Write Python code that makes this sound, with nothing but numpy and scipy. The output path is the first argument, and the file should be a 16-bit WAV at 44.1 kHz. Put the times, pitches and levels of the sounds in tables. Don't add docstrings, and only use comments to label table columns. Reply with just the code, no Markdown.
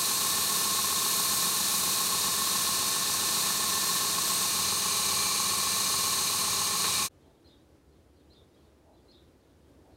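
import sys
import numpy as np
from scipy import signal
from scipy.fft import rfft, irfft
from scipy.io import wavfile

SR = 44100
rng = np.random.default_rng(int(sys.argv[2]) if len(sys.argv) > 2 else 0)


def to_wav(s):
    ch = np.atleast_2d(s).T
    pcm = np.round(np.clip(ch, -1, 1) * 32767)
    wavfile.write(sys.argv[1], SR, pcm.astype(np.int16))


N = 439236
T = np.arange(N) / SR
HZ = np.maximum(np.arange(N // 2 + 1) * SR / N, 1)
FADE_START_S, FADE_END_S = 7.052, 7.087


def from_db(db):
    return 10 ** (np.asarray(db) / 20)


def rms_one(x):
    return x / np.sqrt(np.mean(x ** 2) + 1e-20)


def over_hz(rows):
    hz, *columns = np.transpose(rows)
    return [np.interp(np.log(HZ), np.log(hz), column) for column in columns]


def resonance(hz, width):
    return 1 / (1 + (np.sqrt(2) - 1) * (2 * (HZ - hz) / width) ** 2)


def coloured(gain):
    return rms_one(irfft(rfft(rng.standard_normal(N)) * gain, N))


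def drift(rate_hz):
    return coloured(1 / (1 + (HZ / rate_hz) ** 2))


def ramp(start_s, length_s):
    return np.clip((T - start_s) / length_s, 0, 1)


LOADED_LAPS_PER_S, EASED_LAPS_PER_S, EASE_START_S, EASE_S = 7.370, 7.397, 3.6, 1.5


def belt_speed():
    return LOADED_LAPS_PER_S + (EASED_LAPS_PER_S - LOADED_LAPS_PER_S) * ramp(EASE_START_S, EASE_S)


SWING_START_S, SWING_S = 4.27, 0.59
SETTLE_START_S, SETTLE_S, SETTLE_SHARE = 5.3, .5, .2


def jig_swing():
    settling = SETTLE_SHARE * ramp(SETTLE_START_S, SETTLE_S)
    return np.clip(ramp(SWING_START_S, SWING_S) - settling, 0, 1)


def repeating_roughness(cycles, order=8):
    size = int(N / cycles[-1])
    profile = rms_one(irfft(np.exp(2j * np.pi * rng.random(size // 2)), order * size))
    return np.interp(cycles % 1 * len(profile), np.arange(len(profile)), profile)


# [f/Hz, level/dB per Hz with blade flat, level/dB per Hz with jig swung out]
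RUB_SPECTRUM = [(36.2, -108, -108), (64.6, -88.5, -90.5), (90, -81.5, -77), (175, -68.5, -69.5),
                (254.4, -74.5, -77), (410, -71.5, -73), (587, -78, -78), (1463, -74.5, -77),
                (2007, -79, -78.5), (3100, -76.5, -75.5), (5990, -69.5, -73), (10400, -74.5, -74.5),
                (12500, -72, -75), (15500, -80.5, -82.5)]
# [f/Hz, width/Hz, level/dB per Hz with blade flat, level/dB per Hz with jig swung out]
STEEL_RINGS = [(839, 21.4, -69, -67), (898, 21, -75, -73), (1071, 53.5, -60, -60.5), (1152, 44, -71, -64.5),
               (1276, 69, -73.5, -71.5), (1769, 30, -65.5, -68), (2356, 26, -70.5, -64),
               (2520, 221, -73, -73.5), (2875, 60, -71.5, -68.5), (3757, 340, -67, -70.5),
               (3800, 35, -65.5, -64.5), (3970, 55, -68, -61.5), (4095, 38, -61.5, -61.5),
               (4223, 26, -62.5, -58.5), (4302, 27, -61.5, -62), (4370, 45, -65, -67.5),
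               (4460, 330, -68.5, -66), (5020, 89, -70.5, -65.5), (5680, 190, -72, -69.5),
               (6180, 160, -73, -66), (6565, 400, -70, -66), (8620, 850, -71.5, -68.5),
               (8730, 2100, -71.5, -73.5)]
# [f/Hz, share of power with blade flat, share of power with jig swung out]
REPEATING_SHARE = [(100.4, 0.85, 0.46), (600, .85, .85), (1077, 0.9, 0.89), (1980, .4, 0.57),
                   (4200, 0.32, 0.5), (7000, .07, 0.23), (14000, .03, .1)]
# [f/Hz, share of power]
FLUTTER_SHARE = [(500, 0.18), (830, 0.13), (1080, 0.63), (1500, 0.13), (3000, 0.027)]
FLUTTERS_PER_LAP = 4.67
SPLICE_AT_LAP = .84
PRESSURE_DB, KEEN_DB, DULLING_DB, TIP_KEEN_DB = 0.48, 1.24, -2.5, .9
DULL_START_S, DULL_S = 1.8, 1.1


def contact_force(laps, flutter_cycles, thickness_db, wobble_db, tremor_db):
    thickness = sum(np.cos(2 * np.pi * (k * laps + rng.random())) for k in (2, 3, 7, 9))
    wobble = np.sin(2 * np.pi * flutter_cycles)
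    return from_db(PRESSURE_DB + thickness_db * thickness + wobble_db * wobble + tremor_db * drift(5))


def splice_slaps(laps, slap_db, slap_hz, slap_width_hz):
    clicks = rms_one(np.diff(np.floor(laps - SPLICE_AT_LAP), prepend=-1))
    return from_db(slap_db) * rfft(clicks) * resonance(slap_hz, slap_width_hz)


def keen_top(rub, swung, keen_hz, patchy_db):
    keen_db = KEEN_DB + DULLING_DB * ramp(DULL_START_S, DULL_S) + TIP_KEEN_DB * swung
    top = irfft(rfft(rub) / (1 + (keen_hz / HZ) ** 6), N)
    return rub + top * (from_db(keen_db + patchy_db * drift(4)) - 1)


def grinding(thickness_db=0.15, wobble_db=0.34, tremor_db=0.16, patchy_db=.5, keen_hz=9000,
             slap_db=-4, slap_hz=950, slap_width_hz=450):
    swung = jig_swing()
    laps = np.cumsum(belt_speed()) / SR
    flutter_cycles = laps * FLUTTERS_PER_LAP
    force = contact_force(laps, flutter_cycles, thickness_db, wobble_db, tremor_db)
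    belt = rfft(force * repeating_roughness(laps))
    flutter = rfft(force * repeating_roughness(flutter_cycles))
    chips = rfft(force * rng.standard_normal(N))
    flutter_share = np.clip(over_hz(FLUTTER_SHARE)[0], 0, 1)
    cyclic = np.sqrt(1 - flutter_share) * belt + np.sqrt(flutter_share) * flutter
    slaps = splice_slaps(laps, slap_db, slap_hz, slap_width_hz)
    jolts = slaps + knocks(decay_s=0.023, clank_hz=1600, clank_width_hz=1600)
    rub = 0
    poses = zip((1 - swung, swung), over_hz(RUB_SPECTRUM), over_hz(REPEATING_SHARE))
    for pose, (weight, rub_db, share) in enumerate(poses):
        power = from_db(rub_db) ** 2
        for hz, width, *db in STEEL_RINGS:
            power = power + (from_db(db[pose]) * resonance(hz, width)) ** 2
        share = np.clip(share, 0, 1)
        drive = np.sqrt(share) * cyclic + np.sqrt(1 - share) * chips + jolts
        rub = rub + weight * irfft(drive * np.sqrt(power * SR / 2), N)
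    return keen_top(rub, swung, keen_hz, patchy_db)


# [f/Hz, rms level/dB]
MAINS_HUM = [(100, -60.5), (200, -54)]
# [f/Hz at the starting speed, rms level/dB with blade flat, rms level/dB with jig swung out]
MACHINE_TONES = [(48.4, -71, -73), (84.5, -60, -55.5), (86.6, -64, -63), (176.5, -59.5, -58),
                 (398.7, -65, -53.5), (419, -57.5, -61), (672, -57.5, -61), (1060, -51, -51),
                 (1084, -46.5, -48), (1127, -52, -47), (4250, -49, -48), (4270, -50.5, -53)]


def motor(waver_db=1.0):
    speed, swung = belt_speed(), jig_swing()
    run_s = np.cumsum(speed / speed[0]) / SR
    out = sum(from_db(db) * np.sin(2 * np.pi * hz * T) for hz, db in MAINS_HUM)
    for hz, flat_db, swung_db in MACHINE_TONES:
        level_db = flat_db + swung * (swung_db - flat_db) + waver_db * drift(2)
        out = out + from_db(level_db) * np.sin(2 * np.pi * (hz * run_s + rng.random()))
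    return np.sqrt(2) * out


# [t/s of the peak, half length/s, f/Hz, width/Hz, rms level/dB at the peak]
BLADE_FLARES = [(3.8, 0.4, 1778, 36, -47), (4.35, .15, 8300, 500, -39.5), (5.25, 0.37, 2340, 60, -47),
                (6.92, .09, 3820, 250, -37), (6.98, .12, 2420, 160, -43.5)]


def flares():
    out = 0
    for s, half_length_s, hz, width, db in BLADE_FLARES:
        swell = np.exp(-((T - s) / half_length_s) ** 2)
        out = out + from_db(db) * swell * coloured(resonance(hz, width))
    return out


# [t/s, drive level/dB over steady rubbing of rms 1, before the clank resonance]
JIG_KNOCKS = [(6.841, 10)]


def knocks(decay_s, clank_hz, clank_width_hz):
    jolts = sum(from_db(db) * (T >= s) * np.exp(-np.abs(T - s) / decay_s) for s, db in JIG_KNOCKS)
    return rfft(jolts * rng.standard_normal(N)) * resonance(clank_hz, clank_width_hz)


# [f/Hz, relative level/dB per Hz]
GARDEN_AIR = [(30, -28), (70, -3.5), (105, -12.5), (140, -11.5), (190, -16), (320, -10), (430, -15),
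              (560, -17.5), (700, -23.5), (1230, -29.5), (2500, -36), (3800, -37), (11000, -44),
              (15500, -48.5)]
GARDEN_DB = -60


def garden(swell_db=0.7, drone_hz=74, drone_db=-70, insect_hz=9650, insect_db=-91):
    air = from_db(GARDEN_DB + swell_db * drift(3.5)) * coloured(from_db(over_hz(GARDEN_AIR)[0]))
    drone = from_db(drone_db) * coloured(resonance(drone_hz, 9.1))
    insects = from_db(insect_db) * coloured(resonance(insect_hz, 250))
    return air + drone + insects + sparrow() + dog()


def scattered(x, t60, wet_db):
    tail = rng.standard_normal(SR) * from_db(-60 * T[:SR] / t60)
    return x + from_db(wet_db) * signal.fftconvolve(x, tail / np.sqrt(np.sum(tail ** 2)))[:N]


# [t/s, level/dB, pitch ratio, length ratio]
SPARROW_CHIRPS = [(7.205, -77, .87, .5), (7.441, -63.5, 0.99, 0.92), (8.165, -75, 1, 0.5),
                  (8.297, -63, .99, 0.96), (8.538, -74, 0.91, 0.47), (8.93, -74, .97, .6),
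                  (9.08, -61, 1.01, 0.98), (9.92, -77, 1, 1)]
# [delay/s, length/s, top pitch f/Hz, level/dB, roughness as share of pitch]
CHIRP_SYLLABLES = [(0, 0.048, 4230, 1.5, 0.02), (.034, .012, 4850, 0, .04), (.044, .084, 3700, 0, .04)]
SYLLABLE_SAG_HZ, SYLLABLE_SWELL = 380, .6


def sparrow(echo_s=0.036, echo_db=-7, flock_db=-81, flock_spread_db=2, flock_pitch_spread=.12, count=26):
    out, quiver = np.zeros(N), drift(300)
    flock = []
    for _ in range(count):
        s = FADE_END_S + (T[-1] - FADE_END_S) * rng.random()
        db = flock_db + flock_spread_db * rng.normal()
        flock.append((s, db, np.exp(flock_pitch_spread * rng.normal()), .5))
    for s, db, pitch, stretch in SPARROW_CHIRPS + flock:
        for delay_s, length_s, top_hz, syllable_db, rough in CHIRP_SYLLABLES:
            start, length = s + stretch * delay_s, stretch * length_s
            on = slice(*np.searchsorted(T, [start, start + length]))
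            arch = np.abs(np.sin(np.pi * (T[on] - start) / length))
            hz = pitch * (top_hz - SYLLABLE_SAG_HZ * (1 - arch) ** 2) * (1 + rough * quiver[on])
            tone = np.sin(2 * np.pi * np.cumsum(hz) / SR)
            out[on] += from_db(db + syllable_db) * arch ** SYLLABLE_SWELL * tone
    out = out + from_db(echo_db) * np.interp(T - echo_s, T, out)
    return scattered(out, t60=.25, wet_db=-5)


# [t/s of the peak, rms level/dB at the peak before the tail, mean pitch f/Hz]
DOG_BARKS = [(7.28, -70, 220), (8.9, -64.5, 212.6), (9.88, -67, 208)]


def dog(length_s=0.057, jitter=0.1, mouth_hz=720, mouth_width_hz=480):
    out, rough = 0, 1 + jitter * drift(119.6)
    for s, db, hz in DOG_BARKS:
        pulses = np.diff(np.floor(np.cumsum(hz * rough) / SR), prepend=0)
        voice = rms_one(irfft(rfft(pulses) * resonance(mouth_hz, mouth_width_hz) ** 3, N))
        out = out + from_db(db) * voice * np.exp(-((T - s) / length_s) ** 2)
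    return scattered(out, t60=0.49, wet_db=-1)


def scene(fade_in_s=0.027):
    shop = np.clip((FADE_END_S - T) / (FADE_END_S - FADE_START_S), 0, 1) ** 1.14
    outdoors = np.clip((T - FADE_END_S) / fade_in_s + 0.13, 0, 1)
    mono = shop * (grinding() + flares() + motor()) + outdoors * garden()
    return np.array([mono, mono])


CUTOFF_HZ = 15750


def record(dry):
    low_pass = signal.ellip(10, .05, 60, CUTOFF_HZ, fs=SR, output="sos")
    return signal.sosfiltfilt(low_pass, dry)


dry = scene()
out = record(dry)
to_wav(out)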